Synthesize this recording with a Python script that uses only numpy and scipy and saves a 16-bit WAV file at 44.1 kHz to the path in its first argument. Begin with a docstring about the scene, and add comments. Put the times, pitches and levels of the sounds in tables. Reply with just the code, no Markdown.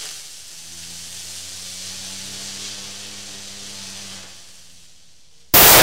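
"""Spinning firework in a yard

A ground firework spins in an echoing yard at night. Its jet of gas hisses and spits, and the
whirling case hums. The charge burns out, the spin slows, and the case bursts with a bang whose
echoes overload the microphone. Behind it lie a distant rumble and one faint, brief tone."""
import sys
import numpy as np
from scipy import signal
from scipy.fft import rfft, irfft, next_fast_len
from scipy.io import wavfile

SR = 44100
rng = np.random.default_rng(int(sys.argv[2]) if len(sys.argv) > 2 else 0)


def dump_mix(stems):
    """Bounce the given channels to the path in sys.argv[1] as a 16-bit WAV at rate SR."""
    frames = np.atleast_2d(stems).T  # one column per channel
    limited = np.clip(frames, -1, 1)  # hard clip at full scale
    pcm = np.round(limited * 32767).astype(np.int16)
    wavfile.write(sys.argv[1], SR, pcm)


N = 256662
TIME = np.arange(N) / SR

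# strength of the jet: t/s, hiss level/dB
JET_STRENGTH = [(0, -32.5), (.06, -33.5), (.24, -41.5), (.44, -43), (.79, -38.5), (1.33, -37), (1.62, -36),
                (1.9, -35), (2.6, -33.5), (2.78, -35.5), (3.52, -37.5), (3.77, -36), (4.15, -37),
                (4.38, -46.5), (5.25, -56), (5.5, -58)]
# tone colour of the jet: f/Hz, relative level/dB
JET_SPECTRUM = [(70, -25), (170, -25), (500, -17), (850, -16.5), (1100, -20.5), (2200, -8.5), (2650, -6.5),
                (3250, -1.5), (6100, 0), (7000, -3), (8400, -4.5), (10000, -10.5), (12000, -18),
                (16000, -27)]
# pitches at which the jet rings: f/Hz, width/Hz, relative level/dB
JET_RESONANCES = [(3500, 1400, -20.5), (4740, 430, -15.5), (6050, 290, -19)]
# layers of the charge (priming sparks; red, deep red, amber, green, yellow flame; last sparks; embers):
# start t/s, bright sizzle shift/dB, low rush shift/dB, hum level at full flow/dB
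CHARGE_LAYERS = [(0, -4, -11.5, -67.5), (.61, -5, -11, -52), (1.45, -7, -13, -51.5), (1.8, -10, -11, -52),
                 (2.45, -13.5, -9, -53), (3.75, -12, -8.5, -51), (4.3, -7, -10, -54.5),
                 (4.95, -15, -13.5, -65.5)]
# the jet spurts or chokes: t/s, half length/s, hiss change/dB, sizzle change/dB, rush change/dB
JET_SPURTS = [(.04, 0.094, 0, -3, 3.5), (.53, 0.028, 0, 1.5, 3.5), (1.175, 0.027, 2, 0, -3),
              (1.874, 0.023, 2.5, 2.5, -1), (2.664, 0.041, 4.5, -3, -2.5), (4.19, 0.1, -0.7, -3, 4.5),
              (4.26, .025, -6, -2, 5.5), (5.388, .05, 4.5, 2, 5)]
# loudest spits of slag (burnt lumps): t/s, relative level/dB
SLAG_SPITS = [(.0559, -10), (.0902, -11), (.113, -11), (.1974, -18), (1.4804, -24), (2.538, -19),
              (2.5682, -23), (2.647, -20), (2.977, -23), (3.9778, -25), (5.4055, -38)]
# how fast the case spins: t/s, turns per second f/Hz
SPIN_SPEED = [(0, 77.7), (.3, 79), (.75, 85), (1, 86.2), (1.15, 88.4), (1.75, 92), (1.9, 94.1),
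              (2.75, 100.8), (2.9, 99.1), (3.1, 100.4), (3.3, 98.7), (3.65, 99.7), (3.9, 96.4),
              (4.05, 98.2), (4.2, 95.3), (5, 82.4), (5.4, 74)]
# resonances that the hum's overtones glide through: f/Hz, relative level/dB
BUZZ_RESONANCES = [(230, 13), (250, 11.5), (272, -2.5), (300, 2), (340, 6.5), (370, -8), (400, 0),
                   (450, -6.5), (535, 4), (575, -2), (700, -4.5), (820, -12), (850, 2), (880, 0),
                   (920, -20), (950, -24), (1120, -2), (2000, -44)]
# tone colour of the bang's echoes: f/Hz, relative level/dB
BANG_SPECTRUM = [(30, -7.5), (100, -8.5), (250, -9), (700, -2.5), (1200, -7.5), (2500, -11), (5000, -15),
                 (8000, -19), (15000, -39.5)]
# sound bouncing off the ground and near walls: delay t/s, relative level/dB
NEAR_ECHOES = [(.00066, -17), (.00907, -10.5), (.0117, -11.5), (.0208, -15)]
# tone colour of the night: f/Hz, relative level/dB
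NIGHT_SPECTRUM = [(15, 6.5), (45, -3), (65, 0), (90, 1.5), (120, -3.5), (165, -4), (225, -9.5), (310, -14),
                  (600, -14.5), (2000, -28), (15000, -41)]
# a far tone swells and fades: t/s, level/dB
FAR_TONE_LEVEL = [(5.24, -100), (5.33, -70.5), (5.44, -67), (5.52, -85)]


def jet(angle, hiss_db, sizzle_db, rush_db, rush_gain_db=18, sizzle_gain_db=11, flutter_db=.72):
    """Swirling gas leaves the nozzle; its sound sweeps past twice a turn, once more strongly."""
    rush, treble = split(coloured(JET_SPECTRUM), hz=1654)
    hiss, sizzle = split(treble, hz=8400)
    white = rng.standard_normal(N)
    hiss += sum(from_db(db) * unit_power(resonate(white, hz, width)) for hz, width, db in JET_RESONANCES)
    # large, middling and fine swirls each flicker on their own
    swirls = [(rush, rush_db + rush_gain_db), (hiss, hiss_db), (sizzle, sizzle_db + sizzle_gain_db)]
    gas = sum(noise * from_db(db + .53 * drift(27)) for noise, db in swirls)
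    sweep = 1 + .052 * np.cos(angle) + .2 * np.cos(2 * angle)
    return gas * sweep * from_db(flutter_db * drift(40))


def burning(changeover_s=.22, full_flow_db=-35.5, hum_follows=.66):
    """Hiss, sizzle, rush and hum in dB: all follow the jet; the burning layer shifts the last three."""
    hiss_db = over_time(JET_STRENGTH)
    layers = np.array(CHARGE_LAYERS)
    voice_db = layers[0, 1:, None]
    for before, layer in zip(layers, layers[1:]):
        alight = np.clip((TIME - layer[0]) / changeover_s + .5, 0, 1)
        voice_db = voice_db + (layer - before)[1:, None] * alight
    sizzle_db, rush_db, hum_db = voice_db
    hum_db = hum_db + hum_follows * (hiss_db - full_flow_db)
    return hiss_db, hiss_db + sizzle_db, hiss_db + rush_db, hum_db


def spurts():
    """Brief changes in the gas flow raise or lower the hiss, sizzle and rush, in dB."""
    return sum(np.outer(db, bump(TIME, s, half_s)) for s, half_s, *db in JET_SPURTS)


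def sparks(hiss_db, grains_per_s=260, spread_db=3.3, grain_db=-12, spit_db=-7, spit_fade_s=.00077):
    """Burning grains crackle in the jet; now and then a lump of slag spits out in a short puff."""
    sizes = from_db(spread_db * np.minimum(rng.exponential(1, N), 4))
    signs = rng.choice([-1, 1], N)
    pops = rng.random(N) < grains_per_s / SR
    crackle = unit_power(band(sizes * signs * pops, 2300, 8900))
    spits = np.zeros(N)
    for s, db in SLAG_SPITS:
        spits[round(s * SR)] += from_db(db + spit_db)
    fades = signal.lfilter([1], [1, -np.exp(-1 / (spit_fade_s * SR))], spits + 1e-18)
    puffs = band(fades * rng.standard_normal(N), 1500, 8100)
    return crackle * from_db(hiss_db + grain_db) + puffs


def hum_levels(hum_db, spin_hz, dip_hz=181, dip_db=-8, full_speed_hz=100, buzz_db_per_hz=.66):
    """The hum's octave sinks as it glides through a dip; higher overtones grow with the spin."""
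    octave_db = hum_db + 4.5 + dip_db * bump(2 * spin_hz, dip_hz, width=6.7)
    buzz_db = hum_db - 6.3 + buzz_db_per_hz * (spin_hz - full_speed_hz)
    return octave_db, buzz_db


def hum(angle, spin_hz, hum_db, waver_db=1.44, rocking_ratio=1.36, rocking_db=-13):
    """The circling jet pushes the air once a turn; the case skitters, which roughens the overtones."""
    octave_db, buzz_db = hum_levels(hum_db, spin_hz)
    tones = from_db(hum_db + waver_db * drift(28)) * np.sin(angle + .12 * drift(15))
    tones += from_db(octave_db + waver_db * drift(9.7)) * np.sin(2 * angle + .31 * drift(11))
    for multiple in range(3, 21):
        resonance_db = np.interp(multiple * spin_hz, *np.transpose(BUZZ_RESONANCES))
        level_db = buzz_db + resonance_db + 3.2 * drift(5)
        tones += from_db(level_db) * np.sin(multiple * angle + .7 * drift(7))
    # the case rocks, adding a weak tone between the lowest note and its octave
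    rocking = from_db(3.5 * drift(5)) * np.sin(rocking_ratio * angle + .9 * drift(6))
    return np.sqrt(2) * (tones + from_db(octave_db + rocking_db) * rocking)


def bang(start_s=5.5391, boom_db=20, boom_fade_s=.011, echo_db=16.5, fall_db_per_s=77, far_delay_s=.175):
    """The case bursts: a heavy thump of air, then dense echoes from the walls that die away."""
    age = np.maximum(TIME - start_s, 0)
    # a brighter cluster of echoes comes back from far walls
    crack_db = -5 + 11.5 * bump(age, far_delay_s, width=.066)
    body, crack = split(coloured(BANG_SPECTRUM), hz=5300)
    echoes = (body + crack * from_db(crack_db)) * from_db(echo_db - fall_db_per_s * age)
    low_noise = unit_power(band(rng.standard_normal(N), 50, 410))
    boom = low_noise * from_db(boom_db) * np.exp(-age / boom_fade_s)
    onset = 1 - np.exp(-age / .0008)
    return (echoes + boom) * onset


def overload(x, limit=.72, stuck_level=.22, squeal=.53, squeal_hz=14800, width_hz=1500, recover_s=3e-5):
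    """Past its limit, the microphone's converter sticks at a lower level and squeals very high."""
    decay = np.exp(-1 / (recover_s * SR))
    stuck = signal.lfilter([1 - decay], [1, -decay], 1.0 * (np.abs(x) > limit))
    # the squeal slips at random, which smears it into a sizzle
    slips = np.sqrt(2 * np.pi * width_hz / SR) * rng.standard_normal(N)
    phase = np.cumsum(2 * np.pi * squeal_hz / SR + slips)
    stuck_sound = stuck_level * np.sign(x) + squeal * np.sin(phase)
    return (1 - stuck) * np.clip(x, -limit, limit) + stuck * stuck_sound


def add_near_echoes(x):
    """The ground and near walls send back dulled copies, which colour the hiss."""
    dull = signal.sosfilt(signal.butter(1, 6500, fs=SR, output="sos"), x)
    return x + sum(from_db(db) * np.interp(TIME - s, TIME, dull, left=0) for s, db in NEAR_ECHOES)


def yard_echoes(x, paths=10, fade_s=1.4):
    """Sound bounces to and fro between walls along paths of random length, losing 60 dB in fade_s."""
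    echoes = np.zeros(N)
    for path, lag in enumerate((rng.uniform(.018, .075, paths) * SR).astype(int)):
        bouncing = x.copy()
        gain = from_db(-60 * lag / SR / fade_s)
        for i in range(lag, N, lag):
            bouncing[i:i + lag] += gain * bouncing[i - lag:i][:N - i]
        echoes += (bouncing - x) * (-1) ** path
    return echoes / np.sqrt(paths)


def night(rumble_db=-59.5, tone_hz=463):
    """A distant rumble and one faint, wavering tone."""
    tone = np.sqrt(2) * np.sin(2 * np.pi * tone_hz * TIME + .64 * drift(12))
    return from_db(rumble_db) * coloured(NIGHT_SPECTRUM) + from_db(over_time(FAR_TONE_LEVEL)) * tone


def from_db(db):
    """Turn decibels into a number to multiply by."""
    return 10 ** (np.asarray(db) / 20)


def unit_power(x):
    """Scale a signal to an average power of 1."""
    return x / np.sqrt(np.mean(x ** 2) + 1e-20)


def over_time(points):
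    """Join (time, value) points with straight lines, sample by sample."""
    return np.interp(TIME, *np.transpose(points))


def bump(x, centre, width):
    """A bell-shaped curve of height 1."""
    return np.exp(-((x - centre) / width) ** 2)


def drift(rate_hz, step=40, warm_up=2000):
    """A smooth random wander of typical size 1; a higher rate makes it quicker."""
    r = np.exp(-2 * np.pi * rate_hz * step / SR)
    noise = rng.standard_normal(N // step + warm_up + 2)
    slow = signal.lfilter([1], [1, -2 * r, r * r], noise)[warm_up:]
    return np.interp(np.arange(N) / step, np.arange(len(slow)), unit_power(slow))


def band(x, low_hz, high_hz):
    """Keep mainly the sound between two frequencies."""
    return signal.sosfilt(signal.butter(2, [low_hz, high_hz], "band", fs=SR, output="sos"), x)


def resonate(x, hz, width_hz):
    """Let sound near one pitch through and weaken the rest."""
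    r = np.exp(-np.pi * width_hz / SR)
    feedback = [1, -2 * r * np.cos(2 * np.pi * hz / SR), r * r]
    return signal.lfilter(np.array([1, 0, -1]) * (1 - r * r) / 2, feedback, x)


def coloured(spectrum):
    """Noise of power 1 with the given tone colour."""
    hz, db = np.transpose(spectrum)
    size = next_fast_len(N)
    bins_hz = np.maximum(np.fft.rfftfreq(size, 1 / SR), 1)
    gain = from_db(np.interp(np.log(bins_hz), np.log(hz), db))
    return unit_power(irfft(rfft(rng.standard_normal(size)) * gain, size)[:N])


def split(x, hz):
    """Gently divide a sound into the parts below and above a frequency."""
    size = next_fast_len(N)
    bins_hz = np.fft.rfftfreq(size, 1 / SR)
    below = irfft(rfft(x, size) / (1 + (bins_hz / hz) ** 4), size)[:N]
    return below, x - below


def scene():
    """The firework spins straight ahead, so both channels are alike."""
    *gas_db, hum_db = burning()
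    hiss_db, sizzle_db, rush_db = np.array(gas_db) + spurts()
    sizzle_db = sizzle_db + .46 * drift(4.7)
    spin_hz = over_time(SPIN_SPEED) * (1 + .003 * drift(6))
    angle = 2 * np.pi * np.cumsum(spin_hz) / SR
    fizz = add_near_echoes(jet(angle, hiss_db, sizzle_db, rush_db) + sparks(hiss_db))
    whirl = hum(angle, spin_hz, hum_db)
    mono = from_db(-1) * fizz + from_db(-11) * yard_echoes(fizz) + whirl + bang() + night()
    return np.array([mono, mono])


def record(dry):
    """The converter overloads and sits a little off zero; peaks and the highest treble are cut."""
    offset, ceiling, cutoff_hz = .006, .8, 15750
    gentle_cut = signal.butter(4, 17500, fs=SR, output="sos")
    steep_cut = signal.ellip(12, .1, 80, cutoff_hz, fs=SR, output="sos")
    converted = signal.sosfilt(gentle_cut, overload(dry))
    return signal.sosfiltfilt(steep_cut, np.clip(converted, -ceiling, ceiling)) + offset


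dry = scene()
out = record(dry)
dump_mix(out)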